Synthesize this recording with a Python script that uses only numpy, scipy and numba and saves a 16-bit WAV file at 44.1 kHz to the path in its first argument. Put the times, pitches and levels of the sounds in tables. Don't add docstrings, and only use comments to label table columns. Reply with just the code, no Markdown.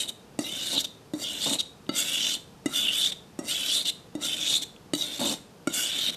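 import sys
import numpy as np
from scipy import signal
from scipy.fft import rfft, irfft, next_fast_len
from scipy.io import wavfile
from scipy.ndimage import uniform_filter1d
from numba import njit

SR = 44100
rng = np.random.default_rng(int(sys.argv[2]) if len(sys.argv) > 2 else 0)


def wav_record(signal):
    frames = np.transpose(np.atleast_2d(signal))
    bounded = np.clip(frames, -1, 1)
    quanta = np.round(bounded * 32767).astype(np.int16)
    wavfile.write(sys.argv[1], SR, quanta)


def rack_gain(trim_db):
    fader = np.asarray(trim_db, float)
    return 10 ** (fader / 20)


N = 271656

# time in seconds, ring level in dB.
PRESSURES = [
    [(0.405, -48), (0.433, -47), (0.441, -34.5), (0.689, -34.5), (0.787, -23.5), (0.825, -41), (0.832, -48)],
    [(1.15, -55), (1.16, -61), (1.246, -32.5), (1.404, -38.5), (1.414, -32.5), (1.55, -28.5), (1.582, -40)],
    [(1.91, -49.5), (1.996, -25.5), (2.042, -35), (2.046, -32), (2.27, -28.5), (2.356, -27.5), (2.385, -65)],
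    [(2.675, -50), (2.697, -52), (2.757, -26.5), (2.895, -25.5), (2.899, -32), (3.075, -22), (3.11, -42)],
    [(3.405, -61), (3.427, -65), (3.503, -28), (3.677, -31.5), (3.701, -24), (3.817, -29), (3.84, -52)],
    [(4.17, -65), (4.194, -59), (4.232, -29.5), (4.336, -29), (4.35, -36.5), (4.568, -25), (4.605, -43)],
    [(4.95, -23), (4.962, -42), (5.02, -29), (5.06, -35.5), (5.188, -40)],
    [(5.69, -44), (5.76, -33), (5.81, -31.5), (5.87, -30.5), (6.03, -31), (6.09, -26.5), (6.108, -35)],
]
# time in seconds, hiss level in dB.
SPEEDS = [
    [(0.405, -44), (0.443, -46), (0.625, -41.5), (0.745, -32.5), (0.759, -41), (0.811, -30.5), (0.832, -58)],
    [(1.15, -55.5), (1.234, -35), (1.258, -41.5), (1.384, -43), (1.426, -32), (1.548, -33), (1.582, -58)],
    [(1.91, -67), (1.958, -35.5), (2.004, -26.5), (2.03, -34.5), (2.172, -39.5), (2.342, -34.5),
     (2.385, -58)],
    [(2.675, -56), (2.699, -50), (2.765, -31), (2.913, -43), (2.935, -33.5), (3.065, -35), (3.11, -45)],
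    [(3.405, -75), (3.423, -65), (3.493, -33), (3.619, -41.5), (3.745, -30), (3.809, -39.5), (3.84, -48)],
    [(4.17, -88), (4.222, -39.5), (4.254, -35.5), (4.354, -43.5), (4.53, -32.5), (4.576, -34.5),
     (4.605, -55)],
    [(4.95, -29), (4.958, -46), (5.022, -38.5), (5.084, -45), (5.188, -42.5)],
    [(5.69, -48), (5.716, -53), (5.746, -31.5), (5.77, -31.5), (5.916, -42), (6.036, -37.5), (6.108, -38.5)],
]
# time in seconds, ring level in dB, hiss level in dB.
JERKS = [
    [(0.0, -25.5, -36), (.03, -32.5, -36), (.07, -49, -60)],
    [(5.19, -46, -48), (5.197, -39.5, -36), (5.26, -26.5, -33.5), (5.336, -37, -36), (5.39, -64, -64)],
]
# start in seconds, length in seconds, ring level in dB,
# hiss level in dB, upper mode in Hz.
FLICKS = [
    (0.071, .04, -30.5, -38, 3686),
    (0.833, 0.031, -24.5, -34, 3620),
    (1.582, 0.039, -26.5, -33, 3740),
    (3.111, 0.027, -25, -36.5, 3570),
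    (3.843, 0.069, -21, -30.5, 3673),
    (4.609, 0.038, -30, -34, 3670),
    (6.109, 0.048, -38, -45, 3540),
]
# second mode in Hz, third mode in Hz, upper over lower mode while loose in dB,
# time the edge bites in seconds, low mode level in dB.
GRIPS = [
    (1953, 2780, 14, .485, -1),
    (1970, 2800, 8, 1.24, -2),
    (2070, 2910, 8, 1.955, 2),
    (2010, 2850, 8, 2.74, 1.5),
    (1940, 2770, 3, 3.51, 1.5),
    (1975, 2800, 10, 4.25, -.6),
    (1984, 2940, 11, 5.04, -2.5),
    (2220, 2910, 4, 5.725, 4),
]
# time in seconds, upper over lower mode then in dB, the same at the lift in dB,
# upper mode then in Hz, upper mode at the lift in Hz.
BEDDINGS = [
    (.49, -1.5, 13.5, 3560, 3760),
    (1.25, 0, 9.6, 3500, 4000),
    (2.15, 1, 10, 3463, 3735),
    (2.89, -8, 23, 3480, 3600),
    (3.58, 0.5, 14, 3460, 3740),
    (4.3, -4, 18.4, 3530, 3720),
    (5.1, 7, 8, 3610, 3680),
    (5.81, -3, 12, 3450, 3720),
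]
# start in seconds, length in seconds, rumble level in dB.
SHOVES = [
    (0.726, .06, -36),
    (1.456, .11, -32),
    (2.258, .04, -46),
    (4.501, 0.04, -44),
    (5.188, .16, -31),
    (6.045, 0.076, -51),
]
# time in seconds, thud level in dB, steel level in dB, bright steel level in dB.
LANDINGS = [
    (0.389, -12.5, -31, -31),
    (1.135, -16.5, -37.5, -45),
    (1.891, -14, -25, -46.5),
    (2.658, -12.5, -27, -31.5),
    (3.389, -17.5, -41, -37.5),
    (4.151, -18.5, -41, -44.5),
    (4.934, -12, -23.5, -30.5),
    (5.672, -12.5, -24.5, -30.5),
]
# time in seconds, peak level in dB, pitch in Hz.
TICKS = [
    (0.7782, -16, 3750),
    (1.8667, -31, 3750),
    (3.447, -37, 4550),
    (4.2136, -33, 3940),
    (4.474, -21, 3760),
    (4.7633, -28.5, 3430),
    (5.1943, -16, 3540),
]
# frequency in Hz, level in dB, T60 in seconds.
BLADE = [(1276, -4, .075), (1972, -2, .055), (2845, -3, .055), (3712, 1, .05), (3982, -8, .05),
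         (4570, -5, .07), (5620, -9, .07), (6570, -6, .05), (7200, -1, .015), (8340, -5, .015),
         (9010, -12, .05), (10400, -12, .02)]
# frequency in Hz, level in dB, T60 in seconds.
TABLE = [(143, -1, 0.025), (231, -23, 0.48), (299.4, 14.5, 0.07), (338, -19, 0.27), (569, 4, 0.035),
         (617, -9, 0.028), (856, -34.5, 0.14)]
# frequency in Hz, level in dB per Hz.
HISS = [(2530, -75), (4300, -2), (5270, -11), (5580, 0), (6140, -3.5), (8400, -4), (9370, -7),
        (13700, -16.5), (14700, -24), (15000, -69)]
# frequency in Hz, level in dB per Hz.
AIR = [(15, -50), (25, -15), (154, 0), (202, 0.5), (335, -7), (475, -3), (529, -9), (903, -12), (1030, -14),
       (1670, -19), (2130, -22.5), (2430, -21), (4750, -23.5), (13800, -33.5), (15000, -75)]

FIRST_HZ, SECOND_HZ, THIRD_HZ, FOURTH_HZ = 1276, 1972, 2845, 3712
FIRST_RISE_S, FIRST_TOP_HZ, FIRST_LIFT_HZ = 0.2, 1566, 1450
LOOSE_LEAN_DB, LOOSE_UPPER_HZ, BEDDED_LOWER_HZ, LIFT_LOWER_HZ = 2, 3824, 2974, 3037
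BED_IN_S, BITE_TURN_S = 0.055, 0.025
BITE_LOWER_HZ, BITE_SAG = 3025, 2
FLICK_RISE_S, FLICK_FALL_S, FLICK_SWELL_DB_PER_S, FLICK_EDGE_DB, FLICK_LEAN_DB = 0.012, 0.012, 102, 29, 10
LOW_DB, LOW_FOLLOWS, LOW_SAG_DB_PER_S = -40.5, 0.46, 24.5
RUMBLE_DB, RUMBLE_FOLLOWS, SETTLE_DB, SETTLE_S = -47.5, 0.11, 8, 0.066
SHOVE_EDGE_S, SHOVE_SAG_DB = 0.0085, 2.5
ROOM_T60_S, WALL_CUT_HZ, ROOM_DB, AIR_DB = 0.39, 21000, -24.5, -51.5
MIC_LOW_HZ, MIC_HIGH_HZ = 175, 14460


def scrape():
    press_db, hiss_db = effort(PRESSURES, column=2), effort(SPEEDS, column=3)
    upper_db, upper_hz, lower_db, lower_hz, first_hz = strong_modes(press_db)
    loose = np.exp(-(since_latest([row[0] for row in LANDINGS]) / 0.17) ** 2)
    grains = grit(per_s=7400.0, spread_db=2.5, clump_db=1.5)
    upper = cluster(grains, upper_hz, spacing_hz=161.5, width_hz=118, loose=0.86 * loose)
    lower = cluster(grains, lower_hz, spacing_hz=144, width_hz=136, loose=0.75 * loose)
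    modes = weak_modes(grains, first_hz)
    broad = moving_mode(grains, np.full(N, 1900.0), width_hz=1000)
    low = rms_one(modes[0] + modes[1]) + rack_gain(7.5 - 14.5 * loose) * broad
    low = signal.sosfilt(signal.butter(4, 1150, "high", fs=SR, output="sos"), low)
    hiss = patchy_hiss(grains) + rack_gain(-11 + 9 * loose) * rms_one(sum(modes[5:]))
    low_db, rumble_gain = low_levels(hiss_db)
    rumble, rocking = stone_and_table()
    steel = rack_gain(upper_db) * upper - rack_gain(lower_db) * lower
    steel = steel + rack_gain(hiss_db + 2.0) * rms_one(hiss) + rack_gain(low_db - 1.0) * rms_one(low)
    return contact() * (steel + rumble_gain * rumble + shove_gain() * rocking)


def grit(per_s, spread_db, clump_db):
    sizes = rack_gain(spread_db * np.minimum(rng.exponential(1, N), 5)) * rng.choice([-1, 1], N)
    hits = rng.random(N) < per_s / SR
    return rms_one(sizes * hits * rack_gain(clump_db * drift(270.0)))


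def cluster(grains, hz, spacing_hz, width_hz, loose):
    out = moving_mode(grains, hz, width_hz) * rack_gain(0.65 * drift(12.0))
    for side in (-3, -2, -1, 1, 2, 3):
        near_hz = hz + spacing_hz * (side + 0.35 * drift(1.4))
        near = moving_mode(grains, near_hz, width_hz * 1.07)
        flare = rack_gain(1.5 - 4.5 * abs(side) + 2.4 * drift(39.0))
        out += (1 - loose) * near * (-1) ** side * flare
    return rms_one(out)


def weak_modes(grains, first_hz):
    slide = uniform_filter1d(first_hz, size=1500) / FIRST_HZ
    modes = []
    for hz, level_db, t60_s in BLADE:
        mode_hz = hz * slide ** (FIRST_HZ / hz) ** 0.7
        mode = moving_mode(grains, mode_hz, width_hz=45 + hz * 0.008)
        modes.append(mode * rack_gain(level_db * 0.4 + 3.5 * drift(14.0)))
    return modes


def patchy_hiss(grains):
    bright, edges_hz = coloured(grains, HISS), np.geomspace(3000, 16000, 9)
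    hiss = 0
    for k, band_hz in enumerate(zip(edges_hz, edges_hz[1:])):
        band = signal.sosfilt(signal.butter(2, band_hz, "band", fs=SR, output="sos"), bright)
        hiss = hiss + (-1) ** k * band * rack_gain(3.4 * drift(11.0))
    return rms_one(hiss)


def stone_and_table():
    jolts = grit(per_s=500.0, spread_db=1.5, clump_db=-0.5)
    rumble = sum(rms_one(ring(jolts, hz, t60_s * 0.49)) * rack_gain(level_db * 0.42) for hz, level_db, t60_s in TABLE)
    rock = ring(jolts, 282, 0.047) - ring(jolts, 305, 0.055) + rack_gain(-6) * ring(jolts, 883, 0.013)
    rocking = rms_one(rumble) + rack_gain(-4.5) * rms_one(rock)
    return rms_one(rumble), rms_one(rocking)


def effort(curves, column):
    rows = [row for curve in curves for row in curve]
    rows += [(row[0], row[column - 1]) for jerk in JERKS for row in jerk]
    for s, long_s, top_db in np.array(FLICKS)[:, [0, 1, column]]:
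        rows += [(s, top_db - FLICK_EDGE_DB), (s + FLICK_RISE_S, top_db - FLICK_SWELL_DB_PER_S * long_s),
                 (s + long_s - FLICK_FALL_S, top_db), (s + long_s, top_db - FLICK_EDGE_DB)]
    level_db = np.interp(np.arange(N) / SR, *np.transpose(sorted(map(tuple, rows))))
    return uniform_filter1d(level_db, size=200)


def strong_modes(press_db):
    t = np.arange(N) / SR
    lean, first = [(0, LOOSE_LEAN_DB)], [(0, FIRST_LIFT_HZ)]
    pose = [(0, LOOSE_UPPER_HZ, LIFT_LOWER_HZ)]   # s, upper Hz, lower Hz
    for push, grip, bedding in zip(PRESSURES, GRIPS, BEDDINGS):
        start, lift = push[0][0], push[-1][0]
        second_hz, third_hz, loose_db, bite, free_db = grip
        bed, bed_db, lift_db, bed_hz, lift_hz = bedding
        lean += [(start, loose_db), (bed - BED_IN_S, loose_db), (bed, bed_db), (lift, lift_db)]
        bite_hz = BITE_LOWER_HZ - BITE_SAG * (third_hz - 2790)
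        bitten = bite + BITE_TURN_S
        pose += [(start, LOOSE_UPPER_HZ, third_hz), (bite - BITE_TURN_S, LOOSE_UPPER_HZ, third_hz),
                 (bitten, bed_hz, bite_hz), (max(bed, bitten) + BED_IN_S, bed_hz, BEDDED_LOWER_HZ),
                 (lift, lift_hz, LIFT_LOWER_HZ)]
        first += [(start, FIRST_HZ * second_hz / SECOND_HZ), (start + FIRST_RISE_S, FIRST_TOP_HZ),
                  (lift, FIRST_LIFT_HZ)]
    for s, long_s, ring_db, hiss_db, hz in FLICKS:
        lean += [(s, FLICK_LEAN_DB), (s + long_s, FLICK_LEAN_DB)]
        pose += [(s, hz, LIFT_LOWER_HZ), (s + long_s, hz, LIFT_LOWER_HZ)]
    pose_s, *pitches = np.transpose(sorted(pose))
    upper_hz, lower_hz = [np.interp(t, pose_s, hz) for hz in pitches]
    lean_db = np.interp(t, *np.transpose(sorted(lean)))
    upper_db = press_db - 10 * np.log10(1 + rack_gain(-2 * lean_db))
    lower_db = press_db - 10 * np.log10(1 + rack_gain(2 * lean_db))
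    return upper_db, upper_hz, lower_db, lower_hz, np.interp(t, *np.transpose(first))


def low_levels(hiss_db):
    starts = np.array(LANDINGS)[:, 0]
    since = since_latest([-0.37, *starts])
    latest = np.maximum(np.searchsorted(starts, np.arange(N) / SR) - 1, 0)
    free_db = np.array(GRIPS)[latest, 4]
    low_db = LOW_DB + free_db + LOW_FOLLOWS * (hiss_db + 42) - LOW_SAG_DB_PER_S * since
    rumble_db = RUMBLE_DB + RUMBLE_FOLLOWS * (hiss_db + 42.5) + SETTLE_DB * np.exp(-since / SETTLE_S)
    return low_db, rack_gain(rumble_db)


def shove_gain():
    t, gain = np.arange(N) / SR, np.zeros(N)
    for s, long_s, shove_db in SHOVES:
        edge = np.clip(np.minimum(t - s, s + long_s - t) / SHOVE_EDGE_S, 0, 1)
        gain = gain + edge * rack_gain(shove_db - SHOVE_SAG_DB * np.clip((t - s) / long_s, 0, 1))
    return gain


def contact():
    touching = np.zeros(N)
    spans = [(move[0][0], move[-1][0]) for move in JERKS + PRESSURES]
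    spans += [(row[0], row[0] + row[1]) for row in FLICKS]
    for start, lift in spans:
        touching[round(start * SR):round(lift * SR)] = 1
    return uniform_filter1d(touching, size=200)


def since_latest(starts):
    since = np.arange(N)[:, None] / SR - np.array(starts)
    return np.where(since > 0, since, 9).min(axis=1)


def moving_mode(x, hz, width_hz):
    return rms_one(glide(x, 2 * np.pi * hz / SR, np.exp(-np.pi * width_hz / SR)))


@njit
def glide(x, turn, r):
    y = np.zeros(len(x))
    for i in range(2, len(x)):
        y[i] = x[i] - x[i - 2] + 2 * r * np.cos(turn[i]) * y[i - 1] - r * r * y[i - 2]
    return y


def landings():
    out, span = np.zeros(N), round(0.25 * SR)
    t = np.arange(span) / SR
    for (s, thud_db, steel_db, bright_db), grip in zip(LANDINGS, GRIPS):
        modes = struck_blade(t, second_hz=grip[0], third_hz=grip[1])
        crunch = ring(rng.standard_normal(span), 8000, 0.0022) * np.exp(-t / 0.0081)
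        push = np.sin(np.pi * np.clip(t / 0.00092, 0, 1))
        push = push + rack_gain(-6.5) * rng.standard_normal(span) * np.exp(-t / 0.025)
        thud = sum(ring(push, hz, t60_s * 0.73) * rack_gain(level_db) for hz, level_db, t60_s in TABLE)
        snap = np.diff(np.exp(-t / 0.00017), prepend=0)
        parts = [(thud, thud_db - 0.3), (sum(modes[:6]), steel_db + 5.0),
                 (sum(modes[6:]) + rack_gain(-3.5) * crunch, bright_db + 9.0), (snap, thud_db - 8.0)]
        left = rack_gain(np.clip(-4.5 - 0.99 * (thud_db + 12), -14, 0))
        settle = left + (1 - left) / (1 + np.exp((t - 0.011) / 0.0012))
        hit = settle * sum(rack_gain(level_db) * part / np.max(np.abs(part)) for part, level_db in parts)
        at = round((s + 0.0007) * SR)
        out[at:at + span] += hit[:N - at]
    return out


def struck_blade(t, second_hz, third_hz):
    held = second_hz / SECOND_HZ
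    pitches = [FIRST_HZ * held ** 0.8, second_hz, third_hz, FOURTH_HZ * (third_hz / THIRD_HZ) ** 0.6]
    pitches += [row[0] for row in BLADE[4:]]
    rattle = (t == 0) + rack_gain(-9.5) * rng.standard_normal(len(t)) * np.exp(-t / 0.0027)
    modes = []
    for k, (hz, (rest_hz, level_db, t60_s)) in enumerate(zip(pitches, BLADE)):
        gain = (-1) ** k * rack_gain(level_db + 2.5 * rng.standard_normal())
        modes.append(gain * ring(rattle, hz, t60_s * 1.3 * held ** -4))
    return modes


def ring(clicks, hz, t60_s):
    r, w = rack_gain(-60 / (t60_s * SR)), 2 * np.pi * hz / SR
    return signal.lfilter([0, np.sin(w)], [1, -2 * r * np.cos(w), r * r], clicks + 1e-18)


def ticks():
    out, span = np.zeros(N), round(0.03 * SR)
    graze = np.arange(span) == 0
    for s, peak_db, hz in TICKS:
        steel = ring(graze, hz, 0.016) - rack_gain(4) * ring(graze, hz * 0.76, 0.0074)
        click = steel + ring(steel, 290, 0.021) * 0 + 0
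        click = steel + ring(graze, 290, 0.021) + rack_gain(-2) * ring(graze, 7000, 0.0015)
        at = round(s * SR)
        out[at:at + span] += rack_gain(peak_db - 8.0) * click / np.max(np.abs(click))
    return out


def room(x):
    size = next_fast_len(N + SR)
    turn = 2 * np.pi * np.arange(size // 2 + 1) / size
    dull = 1 / (1 + 1j * turn * SR / (2 * np.pi * WALL_CUT_HZ)) ** 0.16
    echo = 0
    for k, lag in enumerate(rng.uniform(0.011, 0.037, 10) * SR):
        loop = rack_gain(-60 * lag / SR / ROOM_T60_S) * dull * np.exp(-1j * turn * lag)
        echo = echo + (-1) ** k * loop / (1 - loop)
    return irfft(rfft(x, size) * echo, size)[:N]


def microphone(x):
    x = signal.sosfilt(signal.butter(3, MIC_LOW_HZ, "high", fs=SR, output="sos"), x)
    return signal.sosfilt(signal.cheby2(10, 50, MIC_HIGH_HZ * 1.037, fs=SR, output="sos"), x)


def room_air():
    return rack_gain(AIR_DB) * coloured(rng.standard_normal(N), AIR)


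def coloured(x, spectrum):
    hz, level_db = np.transpose(spectrum)
    grid = np.log(np.arange(N // 2 + 1) * SR / N + 1)
    return rms_one(irfft(rfft(x) * rack_gain(np.interp(grid, np.log(hz), level_db)), N))


def drift(rate_hz):
    r = np.exp(-2 * np.pi * rate_hz / SR)
    return rms_one(signal.lfilter([1], [1, -2 * r, r * r], rng.standard_normal(N + 8000))[8000:])


def rms_one(x):
    return x / np.sqrt(np.mean(x ** 2) + 1e-20)


def scene():
    knife = scrape() + landings() + ticks()
    heard = microphone(knife + rack_gain(ROOM_DB) * room(knife))
    return np.tile(heard + room_air(), (2, 1))


def top_cut(x):
    return signal.sosfilt(signal.butter(12, 15560, fs=SR, output="sos"), x)


def record(dry):
    return top_cut(dry)


dry = scene()
out = record(dry)
wav_record(out)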